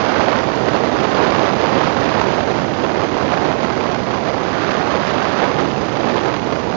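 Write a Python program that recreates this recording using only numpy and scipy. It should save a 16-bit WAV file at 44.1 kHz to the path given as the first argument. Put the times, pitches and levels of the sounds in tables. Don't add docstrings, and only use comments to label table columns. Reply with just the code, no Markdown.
import sys
import numpy as np
from scipy import signal
from scipy.fft import rfft, irfft, next_fast_len
from scipy.io import wavfile
from scipy.ndimage import uniform_filter1d

SR = 44100
rng = np.random.default_rng(int(sys.argv[2]) if len(sys.argv) > 2 else 0)


def to_wav(sig):
    pcm = np.clip(np.atleast_2d(sig), -1, 1) * 32767
    pcm = np.round(pcm).astype(np.int16)
    wavfile.write(sys.argv[1], SR, pcm.T)


N = 298116
TIME = np.arange(N) / SR


def undb(db):
    return 10 ** (np.asarray(db) / 20)


def unit(x):
    return x / np.sqrt(np.mean(x ** 2))


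def colour(x, points):
    hz, db = np.transpose(points)
    size = next_fast_len(N + 4096)
    bins = np.maximum(np.arange(size // 2 + 1) * SR / size, 1)
    gain = undb(np.interp(np.log(bins), np.log(hz), db))
    return irfft(rfft(x, size) * gain, size)[:N]


def noise(points):
    return unit(colour(rng.standard_normal(N), points))


def curve(points):
    return np.interp(TIME, *np.transpose(points))


def walk(rate):
    steps = rng.standard_normal(N // 16)
    path = np.interp(TIME * rate, np.arange(len(steps)), steps)
    return unit(uniform_filter1d(path, max(int(SR / rate / 2), 1)))


def bump(at, half_length):
    return np.exp(-((TIME - at) / half_length) ** 2)


# f/Hz, relative level/dB
IDLE_SPECTRUM = [(30, -10), (150, -1), (900, -2), (4000, -12), (7000, -12), (8000, -40)]
# t/s, half length/s, level/dB
HISS_FLICKERS = [(0.235, 0.036, -40.8), (0.39, 0.054, -41.5), (0.514, 0.029, -44.6), (0.747, 0.032, -42.7),
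                 (0.93, 0.032, -46), (1.861, 0.031, -42), (2.65, 0.032, -48.5), (2.999, 0.044, -44),
                 (3.348, 0.033, -47), (3.442, 0.027, -44.5), (3.65, 0.048, -44.4), (3.904, 0.028, -46.9),
                 (4.554, 0.031, -47), (4.693, 0.032, -42.5), (5.232, 0.052, -43), (5.435, 0.033, -43),
                 (5.527, 0.03, -44.8), (6.409, 0.029, -53), (6.505, 0.026, -46), (6.646, 0.03, -54)]
IDLE_DB = -51.5


def idle_hiss(waver_db=0.5):
    steady = undb(IDLE_DB + waver_db * walk(rate=14))
    flickers = sum(undb(db) * np.exp(-((TIME - at) / half) ** 4) for at, half, db in HISS_FLICKERS)
    return noise(IDLE_SPECTRUM) * (steady + flickers)


# t/s, level/dB
NOISE_BURSTS = [(1.171, -17), (1.969, -14), (2.2155, -7.5), (2.476, -13.5), (3.088, -16), (3.632, -12),
                (5.884, -14.5), (6.160, -15), (6.526, -11.5)]
BURST_S = 0.003


def noise_bursts():
    strength = sum(undb(db) * bump(at, BURST_S) for at, db in NOISE_BURSTS)
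    return strength * noise([(200, -10.0), (850, 12.5), (3000, -11.5), (7000, -18.0)])


# t/s, level/dB
FLOW_SWELLS = [(0.0, 3), (0.06, 2.2), (0.2, 4), (0.39, 2.5), (0.44, -1.6), (0.56, 0), (0.68, -1),
               (0.9, 0.5), (1.08, 0.9), (1.22, 4), (1.38, 3.5), (1.55, 0.5), (1.83, 4.5), (1.9, 2.5),
               (2.05, 2.5), (2.3, 1), (2.45, 0.5), (2.7, -2), (2.92, -1.3), (3.17, -0.7), (3.42, 0.5),
               (3.56, -1.3), (3.85, -0.3), (4.02, -2), (4.36, -2), (4.66, 1.8), (4.85, 1), (5.15, 1.5),
               (5.44, 3), (5.51, -0.7), (5.77, -3.5), (5.95, -3), (6.07, -0.3), (6.3, -2.5), (6.4, -2),
               (6.56, -3), (6.76, -3)]
# t/s, half length/s, flow rise/dB, extra thump in the rush/dB
SHORT_GUSTS = [(0.27, 0.022, -0.5, 2), (0.686, 0.01, 4.5, 0), (0.755, 0.016, 4.5, 1),
               (1.048, 0.013, 2, 0.5), (1.191, 0.011, 1, 5.5), (1.475, 0.013, 2, 0), (1.649, 0.026, 1.5, 3),
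               (1.773, 0.012, -1, 4), (2.206, 0.019, 4, -4), (2.483, 0.011, -1, 3), (2.545, 0.015, -1.5, 0),
               (2.844, 0.02, 1.5, 3.5), (2.964, 0.013, 1, 3), (3.039, 0.02, 1.5, 1.8),
               (3.328, 0.026, 2.5, 2), (3.497, 0.046, 2, 3), (3.642, 0.015, 4, -2), (3.81, 0.017, 1, 1.3),
               (4.13, 0.027, 3, -1.3), (4.285, 0.016, 4.5, 1), (4.718, 0.019, 2.5, -6.5),
               (4.945, 0.024, 1.5, 2.5), (5.094, 0.02, 3.3, -6), (5.162, 0.017, -1.5, 6.5),
               (5.43, 0.019, -1, 5.5), (5.602, 0.012, 4.5, 1), (5.958, 0.012, 1.3, 3),
               (6.084, 0.019, 1.5, 2.5), (6.17, 0.013, 2, 3), (6.27, 0.035, 2.5, 2.5),
               (6.351, 0.016, 2.2, -3), (6.529, 0.013, 2.5, -2)]
# t/s, flow change/dB
CALM_POCKETS = [(0.902, -3.0), (1.087, -0.5), (1.946, -3.6), (2.442, -3.5), (3.089, -2.5), (4.052, -1.7),
                (4.215, -1.5), (5.334, -0.5), (6.403, -3), (6.681, -1.7)]
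LULL_S = 0.018
DIP_DB, DIP_S = -2, 0.0064
FLUTTER_DB, FLUTTER_PER_S = 0.43, 30


def airflow():
    gusts = sum(rise_db * bump(at, half) for at, half, rise_db, _ in SHORT_GUSTS)
    lulls = sum(db * bump(at, LULL_S) for at, db in CALM_POCKETS)
    dips = DIP_DB * sum(bump(at - DIP_S, DIP_S) for at, _ in NOISE_BURSTS)
    flutter = FLUTTER_DB * walk(rate=FLUTTER_PER_S)
    return curve(FLOW_SWELLS) + gusts + lulls + dips + flutter


def turbulence(swirl_db, burst_db, flick_db, limit_db=12.0):
    db = swirl_db * walk(rate=95) + burst_db * walk(rate=380) + flick_db * walk(rate=1100)
    db = np.where(db > 0, limit_db * np.tanh(db / limit_db), db)
    return db - uniform_filter1d(db, size=SR // 22)


# f/Hz, relative level/dB
BUFFET_SPECTRUM = [(20, -36), (32, -30.5), (50, -16), (75, -8), (135, -3), (210, -2.5), (400, -4.5),
                   (900, -33.5)]
RUSH_SPECTRUM = [(40, -34), (120, -23), (250, -1.5), (400, 1), (550, 2.05), (780, 0.2), (1080, -7.5),
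                 (1600, -20), (3000, -23), (7000, -56.5)]
EDDY_SPECTRUM = [(150, -20), (600, -1.5), (1100, 2.5), (1500, -1.2), (2100, -7.5), (3100, -16), (4900, -19),
                 (7000, -30)]
SPIT_SPECTRUM = [(800, -13), (1900, 4.5), (3200, 2), (5000, -6.5), (7000, -9)]
# t/s, level/dB
ROAR_LEVEL = [(0.0, -1.5), (0.4, 0.8), (0.8, 1.5), (1.6, 0.6), (2.3, 0.7), (2.7, 0.5), (3.0, 0.4),
              (4.45, -0.5), (4.72, -0.5), (5.35, -1.5), (5.65, 1.5), (6.76, -0.3)]
# t/s, level/dB
TREBLE_LEVEL = [(0, 0.5), (1.4, 0.7), (2.4, 0), (3.4, -1), (4.5, -0.4), (5.4, 0.2), (6.0, 1.8),
                (6.76, -1.7)]
TEAR_LEAD_S = 0.00046


def wind(buffet_db=-21.0, rush_db=-18.5, eddy_db=-22.0, spit_db=-30.7,
         buffet_growth=0.26, rush_growth=0.8, eddy_growth=1.27, spit_growth=0.82,
         rush_follow=0.78, spit_follow=0.36, crest_db=1.3):
    flow_db = airflow()
    surge_db = turbulence(swirl_db=1.2, burst_db=2.0, flick_db=1.1)
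    roar_db = curve(ROAR_LEVEL)
    thump_db = sum(db * bump(at, half) for at, half, _, db in SHORT_GUSTS)

    buffet = noise(BUFFET_SPECTRUM) * undb(buffet_db + buffet_growth * flow_db + roar_db)

    pressure = noise(RUSH_SPECTRUM)
    surging_rush = unit(pressure * undb(rush_follow * surge_db))
    rush = surging_rush * undb(rush_db + rush_growth * flow_db + roar_db + thump_db)

    surging_eddies = unit(noise(EDDY_SPECTRUM) * undb(surge_db))
    eddies = surging_eddies * undb(eddy_db + eddy_growth * flow_db)

    tear_db = crest_db * np.interp(TIME + TEAR_LEAD_S, TIME, pressure)
    breakup_db = turbulence(swirl_db=1.0, burst_db=2.5, flick_db=5.0)
    spatter = rng.standard_normal(N) * undb(spit_follow * surge_db + tear_db + breakup_db)
    spit_level_db = spit_db + spit_growth * flow_db + curve(TREBLE_LEVEL)
    spit = unit(colour(spatter, SPIT_SPECTRUM)) * undb(spit_level_db)
    return buffet + rush + eddies + spit + noise_bursts()


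def scene():
    return np.array([idle_hiss(), wind()])


def overload(x, ceiling, floor, knee, bend):
    x = x + bend * x ** 2
    limit = np.where(x > 0, ceiling, floor)
    return x / (1 + np.abs(x / limit) ** knee) ** (1 / knee)


# f/Hz, level/dB
LINK_RESPONSE = [(4300, 0.5), (5020, 1.6), (5350, -3), (6250, -1), (6800, -6.5), (7300, -16.5)]
TOP_HZ = 7400


def record(dry):
    hiss, air = dry
    air = overload(air, ceiling=.52, floor=.63, knee=10, bend=.1)
    air = signal.sosfilt(signal.butter(1, 15, "high", fs=SR, output="sos"), air)
    channels = [colour(hiss, LINK_RESPONSE), colour(air, LINK_RESPONSE)]
    steep_cut = signal.ellip(10, .1, 80, TOP_HZ, fs=SR, output="sos")
    return signal.sosfilt(steep_cut, channels)


dry = scene()
out = record(dry)
to_wav(out)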